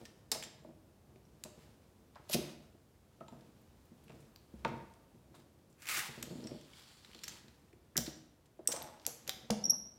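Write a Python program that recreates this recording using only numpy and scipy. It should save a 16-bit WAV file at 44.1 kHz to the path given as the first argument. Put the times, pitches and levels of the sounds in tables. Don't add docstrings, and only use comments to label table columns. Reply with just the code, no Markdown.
import sys
import numpy as np
from scipy import signal
from scipy.fft import rfft, irfft
from scipy.io import wavfile
from scipy.ndimage import uniform_filter1d

SR = 44100
rng = np.random.default_rng(int(sys.argv[2]) if len(sys.argv) > 2 else 0)


def to_linear_factor(level_db):
    exponent = np.asarray(level_db, float) / 20
    return 10 ** exponent


def persist_wave(psi):
    counts = np.round(np.clip(psi, -1, 1) * 32767).astype(np.int16)
    wavfile.write(sys.argv[1], SR, np.atleast_2d(counts).T)


N = 440118
BLOW_SAMPLES, LEAD_SAMPLES = 16384, 512


def colour(x, points):
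    hz, db = np.transpose(points)
    f_hz = np.maximum(np.fft.rfftfreq(len(x), 1 / SR), 1)
    gain = to_linear_factor(np.interp(np.log(f_hz), np.log(hz), db))
    y = irfft(rfft(x) * gain, len(x))
    return y / np.sqrt(np.mean(y ** 2))


def curve(points):
    t_s, db = np.transpose(points)
    return to_linear_factor(np.interp(np.arange(N) / SR, t_s, db, left=-200, right=-200))


def swells(moves, fade):
    t_s = np.arange(0, N + 64, 64) / SR
    peak_s, db, rise_s = np.transpose(moves)[:, :, None]
    late = (t_s - peak_s) / np.maximum(rise_s, .005)
    fall_db = 20 * np.maximum(-late, late / fade)
    return np.interp(np.arange(N) / SR, t_s, to_linear_factor(db - fall_db).sum(axis=0))


def walk(rate_hz):
    hold = int(SR / rate_hz)
    steps = np.repeat(rng.standard_normal(N // hold + 1), hold)
    return 1.3 * uniform_filter1d(uniform_filter1d(steps, hold), hold)[:N]


def grit(rate_hz, spread_db):
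    slips = (rng.random(N) < rate_hz / SR) * rng.standard_normal(N)
    return slips * to_linear_factor(spread_db * np.minimum(rng.exponential(size=N), 3))


def resonate(x, peaks):
    y = 0
    for hz, width_hz, db in peaks:
        b, a = signal.iirpeak(hz, hz / width_hz, SR)
        y = y + to_linear_factor(db) * signal.lfilter(b, a, x) / np.sqrt(width_hz)
    return y / y.std()


def rings(modes, chance, scatter_db):
    hz, db, t60_s = np.transpose(modes)[:, :, None]
    jw = 2j * np.pi * np.fft.rfftfreq(BLOW_SAMPLES, 1 / SR)
    loss = np.log(1000) / t60_s
    strength = to_linear_factor(db + scatter_db * chance[:len(modes), None])
    gain = strength * np.sign(chance[-len(modes):, None])
    w = 2 * np.pi * hz
    return np.sum(gain * w / ((jw + loss) ** 2 + w ** 2), axis=0)


def burst(noise, shape):
    spectrum = rfft(noise * np.sqrt(shape))
    even = irfft(spectrum / np.abs(spectrum)) * np.sqrt(shape)
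    return even / np.sqrt(np.sum(even ** 2) / np.sum(shape ** 2))


def add(out, t_s, sound, db, hold_s):
    sound = np.roll(sound, LEAD_SAMPLES) * np.clip(np.linspace(4, -.2, BLOW_SAMPLES), 0, 1)
    top = np.sqrt(uniform_filter1d(sound ** 2, int(hold_s * SR)).max())
    i = int(t_s * SR) - LEAD_SAMPLES
    out[i:i + len(sound)] += (sound * to_linear_factor(db) / top)[:N - i]


# f/Hz, level/dB per Hz
AIR_COLOUR = [(25, -6.5), (48, -1), (70, 2.5), (349, -7.5), (553, -12), (1980, -26), (15200, -33),
              (16500, -45)]


def air():
    return to_linear_factor(-65 + 1.0 * walk(1.5)) * colour(rng.standard_normal(N), AIR_COLOUR)


# f/Hz, level/dB, t60/s
BENCH_MODES = [(65.1, 2.5, 0.7), (146.2, -6.5, 0.17), (232, -4, 0.14), (315.5, -8, 0.082),
               (355, 1.5, 0.083), (468, 5, 0.03), (544.3, -3, 0.075), (625.6, 2, 0.053), (719, -1, 0.054),
               (817.4, -9.5, 0.086), (908, -4, 0.058), (1027, -10, 0.033), (1202, -7.5, 0.055),
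               (1382, -6.5, 0.055)]
# peak t/s, level/dB, 20 dB swell/s
RUMBLES = [(0.01, -53.5, 0.13), (.47, -61.5, 0.3), (.66, -66, -0.2), (1.1, -65, 0.1), (1.55, -65.5, 0.76),
           (2.2, -52, -0.47), (2.4, -49, -0.0165), (2.75, -55, -0.32), (3.35, -57, 0.2), (4.14, -57.5, 0.14),
           (4.72, -44.5, 0.09), (5.39, -62, 0.28), (5.98, -51.5, 0.02), (6.25, -53, 0.18),
           (6.45, -47.5, 0.1042), (7.09, -56, -1.62), (7.34, -61, 0.26), (8.02, -43, -0.08),
           (8.73, -57, -0.3), (8.84, -49, 0), (9.39, -61.5, 0.6), (9.67, -52, -0.05)]
# peak t/s, level/dB, 20 dB swell/s
BRUSHES = [(0.01, -66.5, 0.25), (.47, -66, -0.3), (.64, -71.5, -0.87), (1.15, -86, .5), (1.61, -70, 0.33),
           (2.43, -54.5, 0.16), (3.4, -75, 0.46), (3.62, -85.5, 2.3), (4.14, -73.5, 0.3),
           (4.6, -73.5, 0.16), (4.78, -74.5, 0.27), (5.4, -73, 0.1), (6.05, -48, 0.13), (6.25, -68.5, 0.63),
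           (6.5, -80, 0.3), (6.78, -70.5, 0.2), (6.9, -68, 0.44), (7.32, -64, 0.35), (8.12, -72.5, 0.3),
           (8.78, -63, 0.1), (9.1, -66, .15), (9.39, -69, 0.55), (9.68, -73, 0), (9.97, -83, 0.7)]
# f/Hz, level/dB per Hz
RUSTLE_COLOUR = [(470, -34), (800, 3), (2180, -2), (4080, -3.5), (7080, -7.5), (15000, -16), (16000, -16)]


def hands():
    modes = BENCH_MODES[1:]
    body = irfft(rings(modes, np.ones(len(modes)), scatter_db=0))
    pushes = colour(grit(500, spread_db=1.5), [(60, -13.0), (150, 1.5), (500, -6.5), (1500, -18.5)])
    rumble = signal.fftconvolve(pushes, body)[:N]
    rustle = colour(grit(8000, spread_db=-3.0), RUSTLE_COLOUR) * to_linear_factor(1.6 * walk(25))
    rumbling = swells(RUMBLES, fade=1.77) * rumble / rumble.std()
    return rumbling + swells(BRUSHES, fade=1.1) * rustle


# t/s, peak level/dB, ring f/Hz, rattle/s
CLICKS = [(0.054, -49, 6140, 0.0015), (0.0575, -52, 6000, 0.0089), (0.346, -42.5, 6000, 0.017),
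          (0.4256, -42, 3500, 0.006), (0.437, -43.5, 7530, 0.011), (2.963, -79, 4370, .004),
          (4.361, -52, 4820, 0.0019), (4.68, -55, 5840, 0.002), (4.9385, -63, 9000, 0.0034),
          (5.345, -65, 3950, 0.052), (5.821, -52, 8030, 0.0043), (5.8565, -45, 2560, 0.0017),
          (5.9634, -37, 2580, 0.0034), (6.2274, -37, 8200, 0.0046), (7.191, -52.5, 4300, 0.0044),
          (7.2359, -41.5, 8000, 0.0077), (7.241, -42, 6130, 0.0057), (7.28, -40, 6700, 0.0076),
          (7.293, -49.5, 6300, 0.0067), (8.063, -45, 4500, 0.022), (8.457, -69, 9000, .015),
          (8.7238, -36, 7040, 0.002), (8.764, -42.5, 6160, 0.0023), (8.8205, -44, 4000, 0.004),
          (8.8262, -56, 11400, 0.0021), (9.053, -47.5, 5590, 0.00098)]
# t/s, peak level/dB, ring f/Hz, rattle/s, brightness/dB
SNAPS = [(0.3165, -26.5, 5480, 0.011, 2.5), (1.438, -39.5, 8450, 0.004, 1),
         (4.649, -29.5, 1310, 0.0038, -19), (7.957, -44.5, 1900, 0.0092, -37),
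         (7.9683, -26.5, 6500, 0.0032, 6.5), (7.969, -63, 15000, 0.0039, 22),
         (7.9768, -22.5, 5830, 0.0027, 5.5), (8.675, -27.5, 9000, 0.0045, 6.5),
         (8.7188, -36, 6100, 0.003, 1.5), (9.0659, -27, 7600, 0.0012, 6), (9.2773, -40, 7000, 0.007, -3.5),
         (9.2945, -28, 4200, 0.0012, 1.5), (9.5053, -29, 6740, 0.0038, -3.5)]
# t/s, peak level/dB, ring f/Hz
TICKS = [(1.159, -64, 2560), (2.149, -66, 4200), (2.1564, -60.5, 5170), (3.2064, -64.5, 3200),
         (3.283, -56.5, 4130), (3.4094, -64, 5440), (4.0812, -60, 2720), (4.096, -59, 2740),
         (4.105, -58, 2740), (4.12, -62, 2550), (4.227, -69, 2530), (6.4718, -50, 5830),
         (6.7338, -56, 3320), (7.0476, -51, 4180), (7.133, -54, 3250), (7.1476, -49.5, 4500),
         (7.4825, -57.5, 4500), (7.73, -63, 2520), (8.998, -58, 5630)]
# t/s, peak level/dB, ring f/Hz, rattle/s, brightness/dB
FLECKS = [(5.8700, -42, 3060, .003, 1), (5.8768, -41.5, 2700, .003, 1), (5.8883, -34.5, 3280, .003, 2),
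          (5.8955, -36.5, 2400, .004, -3), (5.974, -39, 6500, .002, 0), (5.829, -55, 1920, .003, -6),
          (5.70, -73, 8000, .05, 7), (5.728, -68, 7700, .004, 4), (3.6157, -73, 14000, .01, 8),
          (3.8537, -70, 14000, .01, 8), (4.0392, -67, 13100, .01, 6), (4.2019, -69, 8870, .03, 6),
          (4.7771, -68, 3760, .004, 0), (6.4054, -59, 4260, .004, -5), (6.5126, -60, 2600, 0.0042, -7),
          (6.612, -59, 6200, .005, -5), (6.798, -60, 4000, .004, 2), (6.9142, -60, 3220, .004, -2),
          (7.1148, -58, 2690, .004, -4), (7.164, -58, 4500, .004, -3), (9.017, -61, 4000, 0.0028, -3),
          (9.269, -56, 3000, .006, -5), (2.312, -46, 6000, .006, 2), (2.331, -34.5, 8000, .004, 3),
          (8.728, -38, 7200, .006, 3), (7.984, -42, 1800, .004, -8), (8.658, -62, 1800, .01, -15),
          (5.35, -66, 9000, .03, 6)]
# f/Hz, level/dB, t60/s
BAR_MODES = [(2220, -6.5, 0.075), (3660, 17, 0.03), (4430, -24, .12), (5240, -4.5, .12), (5460, -10, 0.056),
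             (5740, 5.5, 0.27), (7084, 8, .1), (7510, 23.5, 0.029), (8350, 3, 0.27), (8600, -3, 0.082),
             (10300, -11, .12), (12200, 7, 0.067), (13570, -5.5, 0.125)]


def clicks():
    rows = SNAPS + FLECKS
    rows = rows + [(*row, -4) for row in CLICKS]
    rows = rows + [(*row, 0.0053, -7.5) for row in TICKS]
    out, t_s = np.zeros(N), np.arange(BLOW_SAMPLES) / SR
    log_f = np.log(np.fft.rfftfreq(BLOW_SAMPLES, 1 / SR) + 1)
    tilt_f = np.log([500, 2000, 5000, 12000, 17000])
    for start_s, db, hz, rattle_s, bright_db in rows:
        noise, luck = rng.standard_normal(BLOW_SAMPLES), rng.standard_normal(40)
        rattle = burst(noise, np.exp(-t_s / max(rattle_s / 2, 1e-4)) * (1 - np.exp(-t_s / .0003)))
        rattle[12] += 1.6
        tilt_db = [-16.5 - bright_db, -2 - bright_db, 0, bright_db - 7, bright_db - 10]
        tilt = to_linear_factor(np.interp(log_f, tilt_f, tilt_db))
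        crack = 1 + 1.23 * np.exp(-((log_f - np.log(hz)) / 0.28) ** 2)
        local = rings([(hz, 73.5, 0.0051)], np.ones(1), scatter_db=0)
        near = np.exp(-((log_f - np.log(hz)) / 1.7) ** 2) + 1.1
        bar = to_linear_factor(33.5) * near * rings(BAR_MODES, luck, scatter_db=2)
        sound = irfft(rfft(rattle) * tilt * (crack + local + bar))
        add(out, start_s - .0005, sound, db, hold_s=.002)
    return out


# t/s, peak level/dB, f/Hz, t60/s
CHINKS = [(0.318, -37.5, 7500, .04), (6.2266, -51, 7650, .03), (6.441, -52, 5620, 0.026),
          (6.472, -46.5, 5550, 0.026), (6.471, -51, 8200, 0.024), (7.243, -49, 5700, 0.037),
          (7.281, -48, 6300, .04), (8.652, -71, 8200, 0.013), (8.6742, -22.5, 8300, 0.015),
          (8.674, -31, 5730, 0.018), (8.72, -37, 5950, 0.036), (8.726, -37, 7270, .02),
          (9.3003, -39, 4030, 0.0071), (9.506, -31, 212, .09), (9.502, -28.5, 740, 0.014),
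          (3.208, -51, 1274, 0.066), (3.284, -52.5, 926, 0.054), (8.592, -48.5, 608, 0.032),
          (4.651, -40, 1400, 0.043), (.319, -44.5, 910, 0.033)]
# t/s, peak level/dB, f/Hz, t60/s
PINGS = [(2.296, -44, 11400, .05), (2.311, -45, 11400, .05), (2.321, -40, 13300, .08),
         (9.0659, -32, 11700, .005), (9.07, -47.5, 759, 0.028), (9.2945, -38, 6300, .004),
         (9.504, -46.5, 9300, 0.068), (9.504, -48, 10200, 0.073), (6.735, -61, 2200, .03),
         (3.283, -61.5, 7200, 0.034), (0.054, -58.5, 1800, .05), (1.253, -69, 5700, .012),
         (6.515, -49, 585, 0.065), (7.282, -48, 7000, .06), (.33, -47, 800, 0.046), (.352, -46, 605, .06),
         (9.525, -42, 640, .05), (2.346, -37, 720, .06), (8.826, -44, 11800, .006),
         (9.277, -42, 11500, .012), (7.968, -36, 14500, .012), (8.6745, -36, 13600, .005),
         (8.738, -47, 860, .05), (8.81, -50, 860, .05), (.318, -46, 8600, .1), (.318, -47, 10400, .1),
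         (.4265, -50, 7500, .12), (7.977, -38, 14700, .015), (4.655, -50, 1800, .03),
         (9.053, -54, 5600, .012), (6.2255, -46, 11900, .02), (.648, -58, 900, .03), (.67, -55, 330, .08),
         (.71, -56, 600, .05), (1.455, -54, 600, .06), (1.48, -56, 350, .07), (9.29, -52, 750, .05),
         (7.24, -50, 12500, .01), (7.28, -50, 12500, .01), (4.36, -60, 14000, .006), (2.45, -48, 290, .1)]


def chinks():
    out = np.zeros(N)
    for rows, split in ((CHINKS, 0.036), (PINGS, 0.012)):
        for start_s, db, hz, t60_s in rows:
            luck = rng.standard_normal(12)
            cluster = [(hz * (1 + split * step), 0, t60_s) for step in luck[4:8]]
            add(out, start_s, irfft(rings(cluster, luck, scatter_db=2)), db, hold_s=.002)
    return out


# f/Hz, t60/s
SHOP_T60 = [(100, 0.74), (400, 0.75), (1500, 0.71), (5000, 0.54), (9000, 0.42), (12000, .36), (15500, 0.3)]


def shop():
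    t_s, (hz, t60_s), tail = np.arange(SR) / SR, np.transpose(SHOP_T60), 0
    octave = np.log2(np.fft.rfftfreq(SR, 1 / SR) + 1)
    echoes = rfft(rng.standard_normal(SR))
    for centre in np.arange(5, 15, .5):
        band = irfft(echoes * np.clip(1 - 2 * np.abs(octave - centre), 0, 1))
        tail = tail + band * to_linear_factor(-60 * t_s / np.interp(centre, np.log2(hz), t60_s))
    gap_s = 0.0026
    tail = tail * np.clip(t_s / gap_s - 1, 0, 1)
    return to_linear_factor(-8) * tail / np.sqrt(np.sum(tail ** 2))


# t/s, peak level/dB, ring f/Hz, hardness/dB
KNOCKS = [(0.318, -43, 433, 6), (0.357, -45, 625, 0), (0.648, -50, 610, -15.5), (0.69, -53.5, 341, -17),
          (1.45, -51, 216, -0.5), (2.157, -51.5, 610, 18), (2.297, -43.5, 596, -1), (2.346, -29, 600, -23),
          (2.388, -34.5, 355, -24), (3.209, -47, 652, -7), (3.324, -49, 238, -12), (4.097, -51.5, 148, -2),
          (4.652, -30.5, 912, -7.5), (4.69, -43.5, 154, -11), (5.34, -61.5, 264, 20.5),
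          (7.982, -36.5, 149, -18.5), (8.077, -39, 302, -16.5), (8.594, -47, 350, -15),
          (8.685, -43, 497, -2.5), (8.736, -41, 545, 0), (8.769, -47, 670, 1), (8.81, -50, 350, 1),
          (8.859, -56, 790, -8), (9.076, -47, 484, -2.5), (9.284, -49, 532, -7), (9.503, -35.5, 479, -6),
          (9.722, -47, 237, -2)]
# t/s, peak level/dB, ring f/Hz, leg thump/dB
BUMPS = [(1.16, -59.5, 380, -8), (1.576, -56.5, 620, -22), (3.715, -65.5, 143, -1),
         (3.917, -51.5, 206, -12), (4.227, -64, 123, 2.5), (4.538, -46, 212, -8.5),
         (5.146, -58.5, 168, -16), (6.176, -46, 131, -15), (6.235, -48.5, 244, -29),
         (6.31, -43.5, 147, -40), (6.354, -42.5, 278, -31), (6.431, -45, 287, -32),
         (6.514, -42.5, 265, -16), (7.733, -56, 356, -15), (7.96, -44.5, 358, -8), (6.09, -48, 138, -23),
         (6.545, -45, 140, -28), (6.325, -46, 191, -30), (6.385, -46, 240, -30), (7.15, -57.5, 350, -20),
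         (9.525, -39, 195, -30), (9.675, -45.5, 200, -30), (6.46, -48, 300, -30)]


def knocks():
    out, t_s = np.zeros(N), np.arange(BLOW_SAMPLES) / SR
    log_f = np.log(np.fft.rfftfreq(BLOW_SAMPLES, 1 / SR) + 1)
    tilt_f = np.log([35, 75, 160, 400, 1000, 3000])
    # t/s, level/dB, f/Hz, hardness/dB, leg thump/dB, push/s
    rows = [(s, db, hz, hard_db, -27 - 0.4 * (db + 45), 0.00023) for s, db, hz, hard_db in KNOCKS]
    rows += [(s, db, hz, -21, legs_db, 0.00028) for s, db, hz, legs_db in BUMPS]
    for start_s, db, hz, hard_db, legs_db, push_s in rows:
        noise, luck = rng.standard_normal(BLOW_SAMPLES), rng.standard_normal(40)
        push = t_s * np.exp(-t_s / push_s)
        tilt_db = [legs_db - 20, legs_db, 0, 0, hard_db + 13.0, hard_db + 7.5]
        tilt = to_linear_factor(np.interp(log_f, tilt_f, tilt_db))
        thud = to_linear_factor(-83.5) * rfft(burst(noise, np.exp(-t_s / 0.025)))
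        spot = rings([(hz, 12.5, .05)], luck, scatter_db=0)
        bench = rings(BENCH_MODES, luck, scatter_db=3)
        ring = irfft(rfft(push) * tilt * (bench + spot + thud))
        spread_s = 0.0017
        add(out, start_s, ring * (1 - np.exp(-t_s / spread_s)), db, hold_s=.006)
    return out


# t/s, level/dB
SLIDE = [
    (2.282, -84),
    (2.297, -43),
    (2.305, -57),
    (2.321, -39),
    (2.326, -47),
    (2.331, -35),
    (2.34, -32.5),
    (2.348, -33),
    (2.356, -52),
]
# f/Hz, width/Hz, level/dB
SLIDE_RINGS = [(3200, 900, -6.5), (4500, 2300, 3.5), (9000, 5500, -1.5)]


def slide():
    return curve(SLIDE) * resonate(grit(9000, spread_db=3.0), SLIDE_RINGS)


# t/s, level/dB
SCRAPE = [
    (5.78, -72.5),
    (5.824, -57),
    (5.842, -58),
    (5.868, -51.5),
    (5.9, -37),
    (5.932, -43),
    (5.982, -32.5),
    (6.002, -40.5),
    (6.08, -58),
]
# f/Hz, level/dB per Hz
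SCRAPE_COLOUR = [(410, -19), (1060, -12), (1170, -3.5), (1440, -4), (2160, -0.5), (3840, -10), (7490, -10),
                 (16000, -15.5)]


def scrape():
    return curve(SCRAPE) * to_linear_factor(2.2 * walk(90)) * colour(grit(12000, spread_db=0.7), SCRAPE_COLOUR)


# t/s, level/dB
CARRY = [
    (6.1, -64),
    (6.352, -66.5),
    (6.63, -69.5),
    (6.695, -79),
    (6.76, -67.5),
    (6.95, -68.5),
    (7.07, -75),
    (7.344, -59),
    (7.54, -90),
]
# f/Hz, width/Hz, level/dB
CARRY_RINGS = [(3400, 700, -4.5), (4340, 700, -1), (7100, 600, -9.5)]


def carry():
    patch, rub, hiss = walk(12), grit(6000, spread_db=1.5), 0
    for k, ring in enumerate(CARRY_RINGS):
        level_db = ring[2] + 3.5 * np.roll(patch, k * SR)
        hiss = hiss + to_linear_factor(level_db) * resonate(rub, [ring])
    return curve(CARRY) * hiss


# t/s, level/dB
CHATTER = [
    (8.68, -70),
    (8.70, -52),
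    (8.76, -52),
    (8.86, -55),
    (8.93, -59),
    (9.0, -75),
]
# f/Hz, width/Hz, level/dB
CHATTER_RINGS = [(350, 120, -3), (620, 110, .5), (850, 120, .5)]


def chatter():
    return curve(CHATTER) * resonate(grit(700, spread_db=2.5), CHATTER_RINGS)


# middle t/s, peak level/dB, start f/Hz, end f/Hz, length/s
SQUEAKS = [
    (9.6428, -26.5, 5630, 5590, .010),
    (9.656, -24.5, 5450, 5850, .008),
    (9.664, -29, 5720, 5760, .008),
    (9.686, -38, 5750, 5750, .007),
    (9.7, -17.5, 5700, 5400, .010),
    (9.7062, -17.5, 5480, 5950, .014),
    (9.8, -42, 5600, 5660, .009),
]


def squeaks():
    first = int(9.6 * SR)
    out, t_s = np.zeros(N), np.arange(first, N) / SR
    loudest_db = max(row[1] for row in SQUEAKS)
    for mid_s, db, start_hz, end_hz, length_s in SQUEAKS:
        u = np.clip((t_s - mid_s) / length_s + .5, 0, 1)
        phase = 2 * np.pi * np.cumsum(start_hz + (end_hz - start_hz) * u) / SR
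        drive = length_s / .011
        swell = np.tanh(drive * np.sin(np.pi * u) ** 2) / np.tanh(drive)
        octave_db = -15.5 + .9 * (db - loudest_db)
        octave = to_linear_factor(octave_db) * swell * np.sin(2 * phase)
        out[first:] += to_linear_factor(db) * swell * (np.sin(phase) + octave)
    return out


def scene():
    hum, rubs = air(), hands() + carry()
    blows = clicks() + chinks() + knocks() + slide() + scrape() + chatter()
    squeal = squeaks()
    echoes = signal.fftconvolve(blows + .75 * squeal + .5 * rubs, shop())[:N]
    treble_limit = signal.ellip(6, .3, 22, 15900, fs=SR, output="sos")
    heard = signal.sosfilt(treble_limit, blows + squeal + rubs + echoes)
    return (heard + hum)[None]


def band_limit(x):
    return signal.sosfilt(signal.butter(12, 17050, fs=SR, output="sos"), x)


def record(dry):
    mix = signal.sosfilt(signal.butter(4, 48, "high", fs=SR, output="sos"), dry)
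    return band_limit(mix)


dry = scene()
out = record(dry)
persist_wave(out)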